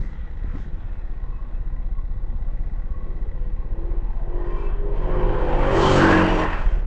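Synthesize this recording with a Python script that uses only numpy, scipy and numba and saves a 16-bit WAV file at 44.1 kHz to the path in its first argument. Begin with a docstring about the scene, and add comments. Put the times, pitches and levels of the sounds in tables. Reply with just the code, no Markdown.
"""A single-cylinder motorcycle idles at a red light: pulse trains for the throb, ringing noise for the case.
A scooter comes up from behind, passes close and slips behind the car in front: overtones of its
firing rate plus bands of flickering noise.
The helmet is bumped, brushed and scraped, and the idling exhaust pops: short pulses and noise bursts.
A breeze and night traffic fill the background: coloured noise."""
import sys
import numpy as np
from scipy import signal
from scipy.fft import rfft, irfft, next_fast_len
from scipy.io import wavfile
from scipy.ndimage import uniform_filter1d
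from numba import njit

SR = 44100
rng = np.random.default_rng(int(sys.argv[2]) if len(sys.argv) > 2 else 0)


def store_wav(level_fs):
    """Save 16-bit WAV to argv[1]."""
    pcm = np.round(np.clip(np.atleast_2d(level_fs), -1, 1) * 32767)
    wavfile.write(sys.argv[1], SR, pcm.T.astype(np.int16))


N = 302526
TIME = np.arange(N) / SR


def undb(db):
    """Amplitude factor of a level in dB."""
    return np.exp(np.asarray(db) * (np.log(10) / 20))


def unit(x):
    """Scale to rms 1."""
    return x / np.sqrt(np.mean(x ** 2))


def noise():
    """White noise, rms near 1."""
    return rng.standard_normal(N)


def columns(table):
    """Each column of a curve after t, one value a sample."""
    s, *rest = np.transpose(table)
    return [np.interp(TIME, s, c) for c in rest]


def gate(table, fade_s):
    """1 while the curve lasts, fading to silence outside."""
    return np.clip(np.minimum(TIME - table[0][0], table[-1][0] - TIME) / fade_s + 1, 0, 1)


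def bouts(rows, floor_db):
    """Steady floor gain plus a Gaussian swell per row (t/s, 1/e half-length/s, added gain/dB)."""
    return undb(floor_db) + sum(undb(db) * np.exp(-((TIME - s) / length) ** 2) for s, length, db in rows)


def late(curve, s):
    """The curve, s seconds later."""
    return np.interp(TIME - s, TIME, curve)


def walk(rate_hz):
    """Random levels held 1 / rate_hz s and slewed twice; spread near 1."""
    held = np.repeat(rng.standard_normal(int(TIME[-1] * rate_hz) + 2), repeats=16)
    slewed = uniform_filter1d(uniform_filter1d(held, size=16), size=16)
    return 1.3 * np.interp(TIME * rate_hz * 16, np.arange(len(slewed)), slewed)


def band(x, hz, width_hz):
    """Two-pole resonance, gain 1 at the centre."""
    return signal.lfilter(*signal.iirpeak(hz, hz / width_hz, SR), x)


def buzz(x, hz, width_hz):
    """Steep resonance: the same filter twice, width_hz per pass."""
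    return band(band(x, hz, width_hz), hz, width_hz)


@njit
def swept(x, hz, width_hz):
    """State-variable band-pass whose centre moves."""
    y, b, l = np.empty(len(x)), 0., 0.
    for i in range(len(x)):
        g, k = np.tan(np.pi * hz[i] / SR), width_hz / hz[i]
        v = (b + g * (x[i] - l)) / (1 + g * (g + k))
        b, l, y[i] = 2 * v - b, l + 2 * g * v, k * v
    return y


def glide(x, hz, width_hz):
    """Steep moving resonance: the same filter twice, width_hz per pass."""
    return swept(swept(x, hz, 1. * width_hz), hz, 1. * width_hz)


def hiss(points, lo_hz, hi_hz, flicker_db):
    """Noise coloured by points (f/Hz, density/dB), in half-octave bands that flicker alone; rms 1."""
    size = next_fast_len(N, True)
    hz = np.maximum(np.fft.rfftfreq(size, 1 / SR), 1)
    f, db = np.transpose(points)
    tones = rfft(rng.standard_normal(size)) * undb(np.interp(np.log(hz), np.log(f), db))
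    tones = tones.astype(np.complex64)
    half_octaves = (2 * np.log2(hz)).astype(np.float32)
    out = 0
    for step in np.arange(2 * np.log2(lo_hz), 2 * np.log2(hi_hz)):
        share = np.clip(1 - abs(half_octaves - np.float32(step)), 0, 1)
        out = out + undb(flicker_db * walk(9)) * irfft(tones * share, size)[:N]
    return unit(out)


def clicks(turns, scatter_db):
    """A click at each whole turn, of uneven size."""
    out = np.zeros(N)
    at = np.flatnonzero(np.diff(np.floor(turns))) + 1
    out[at] = undb(scatter_db * rng.standard_normal(N // 100)[:len(at)])
    return out


# traffic spectrum: f/Hz, relative density/dB
TRAFFIC_COLOUR = [(71, -40.5), (120, -24.5), (232, -3.5), (274, -16), (307, -4.5), (399, -15), (510, -14),
                  (1100, -23.5), (1230, -24), (1970, -30), (10700, -66), (13900, -101), (22000, -120)]
TRAFFIC_DB = -49.5


def traffic():
    """Distant traffic: coloured noise with a slowly wandering level."""
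    return hiss(TRAFFIC_COLOUR, 100, 12000, 1.6) * undb(1.2 * walk(5)) * undb(TRAFFIC_DB)


# gusts: t/s, 1/e half-length/s, added gain/dB
GUST_BOUTS = [(0.5, 0.099, -33), (4.7, 0.23, -44), (6.3, 0.54, -33.5), (6.86, 0.1, -28)]
BREEZE_FLOOR_DB = -31


def breeze():
    """Wind rumbling on the microphone: low noise that swells in gusts."""
    rumble = hiss([(10, -21.5), (24, -1.5), (45, -8), (90, -21), (200, -27)], 10, 200, 3.8)
    return rumble * bouts(GUST_BOUTS, BREEZE_FLOOR_DB)


# dull bumps on the helmet and a few sharp exhaust pops of the idling engine:
# t/s, gain/dB, step/ms, fade/ms
BUMPS_AND_POPS = [(0.015, -20, 1.1, 2.7), (0.043, -27.5, 1.2, 2.3), (0.445, -25.5, 0.49, 5.8),
                  (0.479, -28, 1.3, 4.1), (0.542, -33, 1.2, 2.2), (0.5538, -20, 0.92, 2),
                  (0.571, -26.5, 0.81, 3.5), (0.604, -27, 1.5, 3.1), (0.6656, -25.5, 1.6, 2.1)]


def bumps_and_pops():
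    """Helmet bumps and exhaust pops: a dip, a sudden step up and a short low shudder."""
    out, shudder = 0, unit(buzz(noise(), 236, 195))
    for s, db, step_ms, fade_ms in BUMPS_AND_POPS:
        t = TIME - s
        swing = np.tanh(1000 * t / step_ms) * np.exp(-(1000 * t / fade_ms) ** 2)
        swing += 0.092 * shudder * np.exp(-np.where(t < 0, (t / 0.01) ** 2, t / 0.022))
        out = out + undb(db) * swing
    return out


# cloth strokes: t/s, 1/e half-length/s, dull rub level/dB, crisp edge level/dB
CLOTH_STROKES = [(0.0, 0.11, -66, -66), (0.206, 0.17, -58, -86), (0.516, 0.12, -58.5, -79),
                 (0.606, .06, -66, -69.5), (0.8, 0.24, -61, -82)]


def cloth():
    """Cloth brushing the shell: a dull and a crisp noise band, swelling per stroke."""
    rub = hiss([(800, -16), (1300, -6), (2000, -5.5), (2800, -16), (3700, -12), (4300, -27)], 780, 4300, 3.3)
    edge = hiss([(3500, -2.5), (6500, -3.0), (8500, -14), (11000, -41)], 3200, 11000, 2.6)
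    rows = np.array(CLOTH_STROKES)
    return rub * bouts(rows[:, [0, 1, 2]], -np.inf) + edge * bouts(rows[:, [0, 1, 3]], -np.inf)


# strap scrape: t/s, f/Hz, level/dB
STRAP_SCRAPE = [(0.4, 1500, -71), (0.44, 1450, -62), (0.49, 1340, -55), (0.57, 1290, -53), (0.6, 1600, -59),
                (0.645, 1700, -57), (0.69, 1650, -70)]


def strap():
    """A strap scrapes the shell: noise through a gliding resonance."""
    hz, db = columns(STRAP_SCRAPE)
    return unit(glide(noise(), hz, 420)) * undb(db) * gate(STRAP_SCRAPE, .02)


def overtone(turns, order, wander_db):
    """One multiple of the firing rate; echoes from cars and walls make it swell and slip."""
    slip = 0.00081 * order ** 2 * walk(11)
    return undb(wander_db * walk(7)) * np.cos(2 * np.pi * (order * turns + rng.random() + slip))


# spectrum of the scooter's noise: f/Hz, relative density/dB
WHOOSH_COLOUR = [(150, -39.5), (250, -13), (327, -5), (353, -3), (515, -7), (683, -15), (1010, -12),
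                 (1340, -16), (1550, -18), (2370, -22), (2810, -24.5), (3730, -35.5), (6070, -46),
                 (7690, -48.5), (10700, -72), (13900, -103), (22000, -120)]
# body panels: f/Hz, width per filter pass/Hz, base level/dB, swell t/s, 1/e half-length/s, added gain/dB
FAIRING_RINGS = [(1040, 110, -15, 3.8, 0.098, 14.5), (1052, 58, -19.5, 5.85, .067, 4),
                 (1554, 80, -19, 2.6, .09, 17.5), (1557, 410, -15.5, 6.04, 0.04, 20.5),
                 (1650, 130, -15.5, 6.16, 0.054, 16.5), (1510, 330, -19.5, 11, 0.14, 17),
                 (1830, 310, -13, 6.42, 0.045, 6), (1862, 180, -15, 4.5, .12, 12.5),
                 (1993, 140, -16, 6.4, 0.087, 10), (2350, 100, -24.5, 4.62, 0.11, 20.5),
                 (2613, 82, -18.5, 4.66, 0.074, 16.5), (3134, 74, -16.5, 4.55, .1, 7),
                 (3980, 200, -21, 5.15, .067, 6.5), (3900, 150, -25.5, 5.2, .04, 12),
                 (4600, 180, -24.5, 6.3, .09, 14.5), (5730, 78, -23.5, 6.38, .07, 17.5),
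                 (4760, 90, -23, 4.5, .067, 18)]


def rush_range(lo_hz, hi_hz):
    """One range of the scooter's rush, with the body panels that ring in it; rms 1."""
    air = hiss(WHOOSH_COLOUR, lo_hz, hi_hz, 2.05)
    out = air
    for hz, width_hz, db, s, length_s, swell_db in FAIRING_RINGS:
        if lo_hz < hz < hi_hz:
            gain = undb(db + 1.8 * walk(4.31)) * bouts([(s, length_s, swell_db)], 0)
            # a narrow ring passes little of the noise: lift it
            out = out + gain * np.sqrt(lo_hz / width_hz) * buzz(air, hz, width_hz)
    return unit(out)


def hollow(table, width_hz, rush_db):
    """Noise through a gliding resonance, riding on the level of the rush."""
    hz, db = columns(table)
    return unit(glide(noise(), hz, width_hz)) * undb(rush_db + db) * gate(table, .1)


SPIT_S, SPIT_LENGTH_S, SPIT_DB = 6.27, .16, -65.5
SPIT_DECAY_CYCLES = .16


def scooter_spit(turns):
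    """One bout of treble noise that bursts and decays at every firing."""
    air = hiss([(6000, -3), (9000, 0), (11000, -14), (14500, -30)], 6000, 14500, 1.5)
    spit = np.exp(-(turns % 1) / SPIT_DECAY_CYCLES) * undb(3 * walk(40)) * air
    return unit(spit) * bouts([(SPIT_S, SPIT_LENGTH_S, SPIT_DB)], -np.inf)


# rush, from tyres over belt and gas to air:
# low f/Hz, high f/Hz, offset from the rush level/dB, share following the treble/1, delay/s
RUSH_RANGES = [(653.1, 1300, -1, 0.06, -0.056), (1310, 2300, -4, 0.12, 0.029),
               (2310, 4300, -4.5, 0.36, -0.015), (4170, 7000, 1, 1, -0.015),
               (6900, 13000, -6.5, 1.08, -.01)]
# hollow note that glides as the echoes shift: t/s, f/Hz, level over the rush/dB
HOLLOW_NOTE = [(3.95, 1000, -12), (4.1, 875, 7.5), (4.25, 590, 7), (4.33, 917, -3), (4.5, 1013, -2.5),
               (4.75, 1050, -5.5), (4.85, 885, -20), (5.15, 1040, -2), (5.4, 914, -12.5), (5.55, 792, -0.5),
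               (5.7, 1110, -6.5), (5.98, 1283, -7.5), (6.07, 1070, -6), (6.17, 965, -3.5), (6.3, 935, -8.5),
               (6.48, 1050, -5), (6.7, 1004, -23)]
# brighter hollow note: t/s, f/Hz, level over the rush/dB
BRIGHT_NOTE = [(4.3, 2980, -25), (4.9, 3110, -28), (5.2, 3040, -21.5), (5.6, 3130, -29), (5.8, 3060, -16),
               (5.87, 3160, -10.5), (5.97, 2980, -17), (6.04, 2950, -24.5), (6.1, 2720, -38),
               (6.17, 2700, -14), (6.3, 2830, -15.5), (6.4, 2830, -25), (6.6, 2500, -15)]
HOLLOW_WIDTH_HZ, BRIGHT_WIDTH_HZ = 227, 350  # per filter pass


def scooter_rush(turns, rush_db, treble_db):
    """Tyres, belt, gas and air: grainy noise with a slight throb at the firing rate."""
    rush = 0
    for lo_hz, hi_hz, db, share, delay_s in RUSH_RANGES:
        level_db = db + late(rush_db + share * (treble_db - rush_db), delay_s)
        rush = rush + rush_range(lo_hz, hi_hz) * undb(level_db)
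    rush = rush + hollow(HOLLOW_NOTE, HOLLOW_WIDTH_HZ, rush_db)
    rush = rush + hollow(BRIGHT_NOTE, BRIGHT_WIDTH_HZ, rush_db)
    sputter = undb(0.83 * walk(70) + 0.5 * walk(4.8))
    throb = 1 + 0.1 * np.cos(2 * np.pi * turns)
    return (rush * sputter + scooter_spit(turns)) * throb


# drone: t/s, rms level/dB of the 2nd, 3rd, 4th, 5th and 6th multiple of the firing rate
DRONE_LEVELS = [(4.8, -51, -50, -66, -62, -67), (5.05, -39, -38.5, -52, -57, -59),
                (5.28, -34.5, -33.5, -39.5, -52, -54), (5.42, -38, -44, -52, -55, -58),
                (5.52, -37.5, -32.5, -49.5, -41, -47), (5.76, -30.5, -33.5, -44, -40, -43),
                (6.0, -27, -23.5, -27, -26.5, -25.5), (6.2, -27.5, -35.5, -25.5, -31.5, -34),
                (6.46, -37.5, -44, -32.5, -46, -48), (6.6, -41, -49, -50, -53, -50)]


def scooter_drone(turns):
    """Low drone, heard only near by: the lowest overtones of the firing rate."""
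    levels = enumerate(columns(DRONE_LEVELS), start=2)
    drone = sum(np.sqrt(2) * undb(db) * overtone(turns, order, 1.3) for order, db in levels)
    return drone * gate(DRONE_LEVELS, .1)


# muffler response: f/Hz, gain/dB
MUFFLER_GAIN = [(285, -9.5), (330, -1), (400, -3.5), (460, -7.5), (530, -5), (640, -9.5), (800, -15),
                (1000, -16), (1250, -20.5)]
# lifts by echoes from road and cars: t/s, f/Hz, lift/dB, f/Hz, lift/dB, f/Hz, lift/dB
ECHO_LIFTS = [(2.9, 378, -1.5, 502, 6.5, 1010, -4.5), (3.05, 363, -3, 510, 13, 997, -1.5),
              (3.11, 357, 15.5, 537, 5, 1003, 1), (3.18, 278, 17.5, 530, -2.5, 1007, -1),
              (3.27, 405, 8, 498, 17.5, 1000, 0.5), (3.33, 407, -3.5, 534, 12.5, 996, 1.5),
              (3.43, 357, 1, 490, 17, 1003, -0.5), (3.5, 326, 18.5, 505, -3, 1003, 1),
              (3.62, 403, 5.5, 492, 6, 1000, 0), (3.75, 337, 11.5, 512, 4, 1013, 1.5),
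              (4.1, 345, 22, 518, 1.5, 900, 4.5), (4.3, 375, 14, 514, 3, 966, 0.5),
              (4.5, 358, 10, 496, -8.5, 1050, 18.5), (4.7, 379, 10, 507, -2, 1076, 6.5),
              (4.85, 411, 16, 513, 4, 886, 2), (5.0, 396, 9.5, 516, 6.5, 893, -3),
              (5.15, 357, 10, 536, 12.5, 1040, 9.5), (5.36, 384, 14.5, 517, 12, 897, -4),
              (5.5, 405, -1, 504, 5.5, 813, 6), (5.66, 353, -2, 500, 10, 803, 12),
              (5.72, 392, 11.5, 577, 14.5, 806, 7.5), (5.77, 359, 14.5, 545, 7.5, 790, 1),
              (5.83, 389, 14.5, 535, 12.5, 778, 4.5), (5.96, 379, 11.5, 540, 14.5, 844, 5),
              (6.05, 319, 12, 481, 6.5, 785, 4.5), (6.14, 315, 14, 462, 13, 640, 5.5),
              (6.22, 307, 14.5, 454, 13, 640, 14.5), (6.42, 309, 13, 454, 6.5, 624, 11),
              (6.55, 324, 7, 450, -4, 624, -3)]
# notes that clear and blur: t/s, gain of the notes ahead of the exhaust's noise/dB
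NOTE_CLARITY = [(2.9, -2.5), (3.55, -2), (4.2, -3), (4.4, 2.5), (4.75, -3), (5.3, -2.5), (5.5, -3.5),
                (5.7, 0), (6.45, -1.5), (6.6, -12)]


def scooter_exhaust(turns, firing_hz):
    """Even firings sing through the muffler: overtones shaped by it and by echoes, plus noise; rms 1."""
    lifts = columns(ECHO_LIFTS)
    f, db = np.transpose(MUFFLER_GAIN)
    notes, power = 0, 0
    for order in range(6, 26):
        hz = order * firing_hz
        lift_db = sum(up_db * np.exp(-((hz - loud_hz) / 38) ** 2)
                      for loud_hz, up_db in zip(lifts[::2], lifts[1::2]))
        gain = undb(np.interp(np.log(hz), np.log(f), db) + lift_db)
        notes = notes + gain * overtone(turns, order, 2.3)
        power = power + gain ** 2 / 2
    notes = notes / np.sqrt(power) * undb(columns(NOTE_CLARITY)[0])
    return unit(notes + 0.55 * hiss(WHOOSH_COLOUR, 250, 650, 1.5))


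def scooter_tyres():
    """Low tyre rumble, plain noise that fades in as the scooter nears."""
    rumble = hiss([(60, -2.0), (100, -1.5), (270, -2.5)], 72, 270, 0.83)
    return undb(-12.5) * rumble * np.clip((TIME - 4.6) / .2, 0, 1)


# firing rate as heard: t/s, f/Hz
FIRING_RATE = [(2.9, 45.85), (3.45, 45.2), (3.9, 48.14), (4.35, 50.17), (4.84, 50.3), (5.1, 52.31),
               (5.4, 50.34), (5.63, 48.93), (5.8, 48.38), (5.98, 47.43), (6.2, 45.7), (6.5, 44.72),
               (6.86, 44.64)]
# levels as heard: t/s, exhaust level/dB, rush level/dB, treble level of the rush/dB
SCOOTER_LEVELS = [(2.9, -58, -61, -98), (3.05, -47, -64, -90), (3.11, -44.5, -67, -90),
                  (3.2, -49, -77, -96), (3.3, -46.5, -68, -92), (3.42, -48.5, -58, -88),
                  (3.5, -46.5, -57, -84), (3.58, -54, -63, -93), (3.72, -45, -54.5, -91),
                  (3.95, -38.5, -54, -90), (4.15, -56.5, -57, -84), (4.33, -39, -50, -84),
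                  (4.42, -38, -45, -77), (4.52, -37.5, -43, -71.5), (4.66, -37.5, -45, -68.5),
                  (4.76, -44.5, -42, -79.5), (4.86, -31.5, -48, -80.5), (5.0, -35, -40, -69.5),
                  (5.15, -28.5, -35, -70.5), (5.4, -28, -31.5, -63.5), (5.65, -26.5, -26.5, -56.5),
                  (5.79, -19, -25, -45.5), (5.92, -20.5, -21.5, -42), (6.05, -18, -21, -40.5),
                  (6.2, -20.5, -22, -44), (6.31, -24.5, -23, -49), (6.42, -23.5, -23, -49.5),
                  (6.48, -33, -25.5, -57), (6.55, -32.5, -28, -58), (6.63, -37, -34.5, -59.5),
                  (6.7, -38.5, -36.5, -63), (6.77, -38, -39, -64), (6.86, -47, -44.5, -74)]


def scooter():
    """Exhaust, rush and drone follow one firing rate; tyre rumble is plain noise; curves set the loudness."""
    firing_hz = columns(FIRING_RATE)[0]
    turns = np.cumsum(firing_hz) / SR
    exhaust_db, rush_db, treble_db = columns(SCOOTER_LEVELS)
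    low = (scooter_exhaust(turns, firing_hz) + scooter_tyres()) * undb(exhaust_db)
    sound = low + scooter_rush(turns, rush_db, treble_db) + scooter_drone(turns)
    return sound * gate(SCOOTER_LEVELS, 0.43)


# pressure swings of a four-stroke cycle: place in cycle/1, rise/ms, fall/ms, sign, level/dB
PRESSURE_STROKES = [(0.534, 2.2, 1, -1.01, -8), (0.585, 1.4, 1.2, 0.95, -8), (0.682, 6.26, 2.9, -0.92, 4),
                    (0.84, 2.13, 9.5, 0.85, 1)]
# idle throb: t/s, level/dB
THROB_LEVEL = [(0.0, -29), (0.3, -27), (0.55, -28), (1.03, -26.5), (1.2, -25), (1.49, -27), (1.65, -24.5),
               (2.3, -23), (4.7, -22), (4.9, -21), (5.35, -18.5), (5.9, -21), (6.05, -25.5), (6.5, -24.5),
               (6.67, -18.5), (6.86, -25.5)]
AIRBOX_HZ, AIRBOX_WIDTH_HZ = 26.8, 7.9


def engine_throb(turns):
    """Intake sucks, exhaust blows: one pressure bump per stroke and cycle, plus the airbox resonance."""
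    ms, push = np.arange(-1500, 1501) * 1000 / SR, 0
    for place, rise_ms, fall_ms, sign, db in PRESSURE_STROKES:
        bump = np.exp(-.5 * (ms / np.where(ms < 0, rise_ms, fall_ms)) ** 2)
        strikes = clicks(turns - place + .012 * walk(17), 0.74)  # a little early or late
        push = push + sign * undb(db) * signal.oaconvolve(strikes, bump, "same")
    airbox = band(push, AIRBOX_HZ, AIRBOX_WIDTH_HZ)
    return unit(airbox + push - uniform_filter1d(push, size=2700)) * undb(columns(THROB_LEVEL)[0])


def rattle_noise(knocks, decay_s):
    """Noise that bursts and decays at each knock, over a steady floor."""
    tail = np.exp(-np.arange(800) / (decay_s * SR))
    return (0.27 + signal.oaconvolve(knocks, tail)[:N]) * noise()


# engine case rings: f/Hz, width per filter pass/Hz, relative gain/dB
CASE_RINGS = [(505, 68, 11), (825, 210, 5.5), (1474, 160, -2.5), (1928, 170, 2), (2593, 130, -10.5),
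              (3320, 250, -16.5)]
CASE_DB = -55.5


def engine_case(rattle, extra_db):
    """Each part of the case rings alone, wandering in pitch and level; upper rings start louder."""
    case = 0
    for hz, width_hz, db in CASE_RINGS:
        gain = undb(db + 1.4 * walk(5) + extra_db * (hz > 1200))
        case = case + gain * glide(rattle, hz * (1 + .022 * walk(4)), width_hz)
    return unit(case) * undb(CASE_DB)


# loose panel: t/s, 1/e half-length/s, added gain/dB
PANEL_BOUTS = [(0.51, 0.086, -57), (1.35, 0.15, -53), (1.76, 0.091, -60.5), (1.99, 0.036, -54),
               (2.3, 0.21, -67), (2.95, 0.21, -58), (3.62, 0.057, -55.5), (4.1, 0.13, -62.5)]
PANEL_HZ, PANEL_WIDTH_HZ, PANEL_FLOOR_DB = 1071, 76, -68


def loose_panel(rattle):
    """A loose panel buzzes in bouts: rattle through a resonance of wandering pitch."""
    panel = glide(rattle + 0.4 * noise(), PANEL_HZ * (1 + .02 * walk(12)), PANEL_WIDTH_HZ)
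    return unit(panel) * bouts(PANEL_BOUTS, PANEL_FLOOR_DB)


# thin case ring: t/s, 1/e half-length/s, level/dB
THIN_BOUTS = [(.88, .06, -69), (.98, .04, -72), (1.36, 0.066, -68), (1.57, 0.036, -72)]
THIN_HZ, THIN_WIDTH_HZ = 2580, 60


def thin_ring():
    """A thin ring of the case comes and goes: narrow noise in bouts."""
    return unit(buzz(noise(), THIN_HZ, THIN_WIDTH_HZ)) * bouts(THIN_BOUTS, -np.inf)


# cylinder head rings: f/Hz, width per filter pass/Hz, relative gain/dB
HEAD_RINGS = [(3880, 530, 5), (4750, 540, -6.5), (5640, 610, -6), (6800, 1000, -11)]
HEAD_DB, TICK_PLACE = -78, .825  # HEAD_DB before the early extra; place in cycle/1


def cylinder_head(turns, knocks, extra_db):
    """Bare ticks ring crisp from the cylinder head, louder at first."""
    ticks = clicks(turns - TICK_PLACE, 1.2) + .25 * knocks
    crisp = rattle_noise(ticks, decay_s=0.003)
    rings = sum(undb(db) * buzz(crisp, hz, width_hz) for hz, width_hz, db in HEAD_RINGS)
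    return unit(rings) * undb(HEAD_DB + 1.4 * extra_db)


# idle speed: t/s, f/Hz (four-stroke cycles)
IDLE_RATE = [(0.0, 16.86), (0.6, 16.09), (1.2, 16.14), (1.8, 15.9), (2.4, 16.16), (3.0, 16.22),
             (3.6, 15.93), (4.2, 15.84), (4.8, 15.71), (5.4, 16.28), (6.0, 16.03), (6.86, 15.87)]
# valve gear: place in cycle/1, level/dB
TAPPET_TICKS = [(0.18, 1), (0.77, 0), (0.43, -11), (0.09, -10)]
FIRST_TURN = .614  # place in cycle at t = 0
EXTRA_DB, SETTLE_S = 5.5, .7


def motorcycle():
    """The idle cycle drives the throb; tappet knocks shake case, panel and cylinder head."""
    turns = FIRST_TURN + np.cumsum(columns(IDLE_RATE)[0]) / SR
    knocks = sum(undb(db) * clicks(turns - place, 1.8) for place, db in TAPPET_TICKS)
    rattle = rattle_noise(knocks, decay_s=0.0017)
    extra_db = EXTRA_DB * np.exp(-TIME / SETTLE_S)
    metal = engine_case(rattle, extra_db) + loose_panel(rattle) + thin_ring()
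    return engine_throb(turns) + metal + cylinder_head(turns, knocks, extra_db)


# balance of the bass: t/s, left minus right/dB
BASS_BALANCE = [(0, .4), (4.8, .45), (5.2, -.3), (5.9, -.35), (5.96, 0), (6.2, 0), (6.28, -.35),
                (6.86, -.35)]


def scene():
    """All sources in mono; the bass sits slightly left, later slightly right, briefly centred."""
    background = traffic() + breeze()
    close_by = bumps_and_pops() + cloth() + strap()
    sound = background + close_by + scooter() + motorcycle()
    bass = signal.sosfilt(signal.butter(1, 450, fs=SR, output="sos"), sound)
    side = bass * (undb(columns(BASS_BALANCE)[0] / 2) - 1)
    return np.array([sound + side, sound - side])


TOP_HZ = 14800


def record(dry):
    """A faint hiss, partly each channel's own; the top is cut and both ends fade in 4 ms."""
    shared_hiss = undb(-101) * noise()
    own_hiss = undb(-96.5) * band(rng.standard_normal(dry.shape), 4300, 4000)
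    ends = np.clip(np.minimum(TIME, TIME[-1] - TIME) / .004, 0, 1)
    top_cut = signal.ellip(8, .2, 70, TOP_HZ, fs=SR, output="sos")
    return ends * signal.sosfilt(top_cut, dry + shared_hiss + own_hiss)


dry = scene()
out = record(dry)
store_wav(out)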